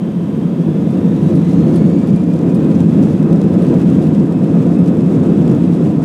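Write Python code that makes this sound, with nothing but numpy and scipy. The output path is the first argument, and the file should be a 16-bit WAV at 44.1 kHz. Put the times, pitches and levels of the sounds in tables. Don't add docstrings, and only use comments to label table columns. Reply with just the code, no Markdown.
import sys
import numpy as np
from scipy import signal
from scipy.fft import rfft, irfft
from scipy.io import wavfile
from scipy.ndimage import uniform_filter1d, minimum_filter1d

SR = 44100
rng = np.random.default_rng(int(sys.argv[2]) if len(sys.argv) > 2 else 0)


def bounce(signal):
    frames = np.transpose(np.atleast_2d(signal))
    limited = np.clip(frames, -1, 1)
    pcm = np.round(limited * 32767).astype(np.int16)
    wavfile.write(sys.argv[1], SR, pcm)


N = 266364
TIME = np.arange(N) / SR
BINS = np.maximum(np.arange(N // 2 + 1) * SR / N, 1)

# t/s, level change/dB
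SWELL = [(1.0, 0), (1.7, 1.2), (1.95, -0.5), (2.3, -2), (2.55, -0.5), (3.0, 1.2), (3.35, -1.4), (3.7, 1.8),
         (3.95, 1), (4.3, -2), (4.6, -.2), (4.95, -1), (5.25, 0.5), (6.0, -1)]
# t/s, relative level/dB
BUMPS = [(2.13, -36), (3.123, -35), (3.898, -42), (4.01, -42), (4.816, -42), (5.483, -40), (5.841, -38)]


def undb(db):
    return 10 ** (np.asarray(db) / 20)


def curve(rows):
    return np.interp(TIME, *np.transpose(rows))


def unit(x):
    return x / np.sqrt(np.mean(x ** 2))


def colour(points):
    hz, db = np.transpose(points)
    gain = undb(np.interp(np.log(BINS), np.log(hz), db))
    return np.where(BINS <= hz[-1], gain, 0)


def resonance(hz, width):
    return 1 / (1 + 1j * (BINS ** 2 - hz ** 2) / (BINS * width))


def filtered(x, response):
    return irfft(rfft(x) * response, N)


def noise(response):
    return unit(filtered(rng.standard_normal(N), response))


def even(x, seconds):
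    size = max(int(seconds * SR), 2)
    power = uniform_filter1d(uniform_filter1d(x ** 2, size), size // 2)
    return x / np.sqrt(power + 1e-9)


def walk(rate):
    steps = 2 * rate * TIME
    knots = rng.standard_normal(int(steps[-1]) + 2)
    return unit(np.interp(steps, np.arange(len(knots)), knots))


def burst(start, rise_s, decay_s):
    age = np.maximum(TIME - start, 0)
    return (1 - np.exp(-age / rise_s)) * np.exp(-age / decay_s)


def opening_rise(start_db, swell=1.):
    rise_s = 1.32
    still_to_rise = np.clip(1 - TIME / rise_s, 0, 1)
    return undb(start_db * still_to_rise + swell * curve(SWELL))


def cabin_boom(db=-12, start_db=-6, throb_s=.17, loud_s=0.031):
    # f/Hz, width/Hz, relative level/dB
    cabin_modes = [(146, 39.4, -11.5), (160.8, 24, -7), (175.6, 14.8, -1.5), (207.1, 17.9, -5)]
    # t/s, lift/dB
    loud_moments = [(.68, 5), (1.13, 2), (1.4, 2), (1.85, 4), (2.119, 6.5), (2.86, 3), (2.98, 3.5),
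                    (3.32, 5), (3.47, 6), (4.19, 6), (4.59, 5), (4.83, 4.5), (5.42, 2.5), (5.52, 6.5)]
    power = sum(undb(mode_db) ** 2 * abs(resonance(hz, width)) ** 4 for hz, width, mode_db in cabin_modes)
    boom = even(noise(np.sqrt(power)), throb_s)
    throb_db = sum(lift_db * np.exp(-((TIME - peak) / loud_s) ** 2) for peak, lift_db in loud_moments)
    return boom * undb(db + throb_db) * opening_rise(start_db, swell=0.98)


def exhaust(db=-13.5, start_db=-9, flutter_s=0.23, buffet_db=1., buffet_hz=8):
    # f/Hz, relative level/dB per Hz
    roar_spectrum = [(60, -37), (120, -43), (190, -5), (235, 0.5), (300, -2.5), (375, -11.5), (460, -13.5),
                     (600, -22), (850, -30.5), (1200, -36), (1700, -41), (2600, -55), (6000, -74.5)]
    # f/Hz, width/Hz, lift/dB
    panel_modes = [(264.9, 16, 4.5), (337, 36.5, 6), (392.4, 14, 3.5), (456.6, 17, 5), (530, 80, 4.5),
                   (656, 12, 5), (724, 64, 2.5), (980, 34, 2), (1255, 35, 6.5)]
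    lift_db = sum(mode_db * abs(resonance(hz, width)) ** 2 for hz, width, mode_db in panel_modes)
    roar = even(noise(colour(roar_spectrum) * undb(lift_db)), flutter_s)
    return roar * undb(db + buffet_db * walk(buffet_hz)) * opening_rise(start_db)


def fans(core_hz=14, haystack_hz=130, haystack_db=-4, db=-1):
    # t/s, blade-passing f/Hz
    spool_up = [(0, 1550), (.4, 1580), (.85, 1732), (1.6, 2095), (2.15, 2370), (2.45, 2468), (3.2, 2560),
                (4.2, 2575), (6.04, 2578)]
    # idle level/dB, mid spool-up level/dB, takeoff level/dB
    harmonics = [(-59.5, -53.5, -56), (-56, -57.5, -67), (-69.5, -59.5, -67.5)]
    stage_hz = [1550, 2240, 2430]
    blade_hz = curve(spool_up)
    phase = 2 * np.pi * np.cumsum(blade_hz) / SR
    out = 0
    for k, stages_db in enumerate(harmonics, 1):
        inflow = []
        for _ in range(2):
            core = walk(k * core_hz)
            skirt = k * undb(haystack_db) * walk(k * haystack_hz)
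            inflow.append(core + skirt)
        tone = inflow[0] * np.cos(k * phase) + inflow[1] * np.sin(k * phase)
        out = out + unit(tone) * undb(np.interp(blade_hz, stage_hz, stages_db))
    return out * undb(db)


def wheels(db=-28.0, start_db=-11, thud_hz=36, thud_s=0.013, thud_db=2):
    # f/Hz, relative level/dB per Hz
    roll_spectrum = [(15, -38.5), (30, -29.5), (48, -17.5), (62, -6), (80, 3.5), (104, 12.5), (125, 2),
                     (180, -30.5), (400, -54)]
    out = even(noise(colour(roll_spectrum)), 0.33) * undb(db) * opening_rise(start_db, swell=1.8)
    for start, bump_db in BUMPS:
        age = np.maximum(TIME - start, 0)
        swing = age / thud_s * np.exp(1 - age / thud_s)
        out = out + undb(bump_db + thud_db) * swing * np.sin(2 * np.pi * thud_hz * age)
    return out


def rattle(rate=1100, decay_s=0.0019, db=-52, standstill_db=-16, awake_s=1.3, bunch_db=2.5, jolt=0.42,
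           jolt_s=0.05):
    # f/Hz, relative level/dB per Hz
    rattle_spectrum = [(300, -23.5), (1000, -10), (2800, 7), (4300, 1.5), (5500, 2), (8000, -1),
                       (10500, -5.5), (13000, -14), (16000, -19)]
    sizes = undb(2.6 * np.minimum(rng.exponential(size=N), 4))
    hits = (rng.random(N) < rate / SR) * sizes
    energy = signal.lfilter([1], [1, -np.exp(-2 / (decay_s * SR))], hits ** 2)
    chatter = filtered(np.sqrt(energy) * rng.standard_normal(N), colour(rattle_spectrum))
    shaking_db = bunch_db * (walk(30) + walk(8))
    bunched = even(chatter * undb(shaking_db), .25)
    waking = np.clip(TIME / awake_s, 0, 1)
    jolts = 1 + jolt * sum(burst(start, .005, jolt_s) for start, _ in BUMPS)
    return bunched * jolts * undb(db + standstill_db * (1 - waking) + curve(SWELL))


def ticks(decay_s=0.0022, db=0.5):
    # t/s, relative level/dB
    knocks = [(2.3371, -37), (2.39, -38), (2.6459, -39), (2.804, -36), (3.0515, -37), (3.228, -40),
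              (3.3287, -33), (3.4155, -33.5), (3.6666, -36), (3.815, -37), (3.9005, -37), (4.0692, -37),
              (4.1829, -44), (4.3237, -38), (4.9696, -41), (5.4777, -34), (5.5485, -39)]
    # f/Hz, width/Hz, relative level/dB
    trim_modes = [(3420, 1400, 4.5), (5170, 1400, 0), (7750, 820, 3.5), (9400, 900, -9.5),
                  (13000, 2000, -18)]
    blows = sum(undb(knock_db) * burst(start, .0002, decay_s) for start, knock_db in knocks)
    body = sum(undb(mode_db) ** 2 * abs(resonance(hz, width)) ** 2 for hz, width, mode_db in trim_modes)
    return blows * noise(np.sqrt(body)) * undb(db)


def scuffs(db=1, rise_s=.0012, decay_s=.013):
    # t/s, relative level/dB
    slip_times = [(.9, -47), (1.23, -49), (1.351, -42), (1.757, -37), (2.07, -45), (2.157, -44),
                  (2.544, -39), (3.53, -47.5), (3.62, -44), (4.025, -46), (4.785, -48)]
    # f/Hz, relative level/dB per Hz
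    scuff_spectrum = [(1500, -5), (4000, 6), (7000, -4), (9300, 5), (11500, -8.5), (16000, -9.5)]
    slips = sum(undb(slip_db) * burst(start, rise_s, decay_s) for start, slip_db in slip_times)
    return slips * noise(colour(scuff_spectrum)) * undb(db)


def slipstream(db=-35, growth_db_per_s=3):
    # f/Hz, relative level/dB per Hz
    slipstream_spectrum = [(200, -6), (450, 0), (700, 3), (900, -11), (1300, -14.5), (2500, -30)]
    growth_db = growth_db_per_s * (TIME - TIME[-1])
    return noise(colour(slipstream_spectrum)) * undb(db + growth_db + curve(SWELL))


def air(db=-47, start_db=-2.5, vent_db=-31):
    # f/Hz, relative level/dB per Hz
    air_spectrum = [(800, -13.5), (1700, 4), (2250, 4), (2680, 5.5), (2950, 0.5), (3250, 3), (3800, 0.5),
                    (4250, -5), (5500, -7.5), (8000, -8.5), (10500, -13.5), (13000, -19), (16000, -26)]
    # f/Hz, relative level/dB per Hz
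    vent_spectrum = [(40, -36), (110, -13.5), (180, 10), (330, 5.5), (450, -6.5), (680, -1.5), (820, -13.5),
                     (980, -4), (1150, -13.5), (2000, -24.5), (4000, -48)]
    hiss = noise(colour(air_spectrum)) * undb(db) * opening_rise(start_db, swell=1.3)
    vents = noise(colour(vent_spectrum)) * undb(vent_db)
    return hiss + vents


def whistle(supply_hz=400.56):
    # multiple of the supply frequency, rms level/dB before the waver and the fade
    lines = [(12, -73), (14, -74), (16, -69), (20, -75), (22, -73), (28, -80), (30, -80), (32, -72),
             (34, -80), (38, -82)]
    out = 0
    for k, line_db in lines:
        tone = np.sin(2 * np.pi * (k * supply_hz * TIME + rng.random()))
        out = out + undb(line_db + walk(3)) * tone
    fade_db = np.interp(TIME, [1.1, 2.2], [0, -6])
    return np.sqrt(2) * out * undb(fade_db)


def scene():
    engines = cabin_boom() + exhaust() + fans()
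    airflow = air() + slipstream()
    runway_and_trim = wheels() + rattle() + ticks() + scuffs()
    return (engines + airflow + runway_and_trim + whistle())[None]


def record(dry):
    top_hz = 15600
    size = SR // 100
    headroom = 1 / np.maximum(abs(dry), 1)
    lowest = minimum_filter1d(headroom, 2 * size)
    gain = uniform_filter1d(uniform_filter1d(lowest, size), size)
    low_pass = signal.ellip(12, .1, 80, top_hz, fs=SR, output="sos")
    return signal.sosfilt(low_pass, dry * gain)


dry = scene()
out = record(dry)
bounce(out)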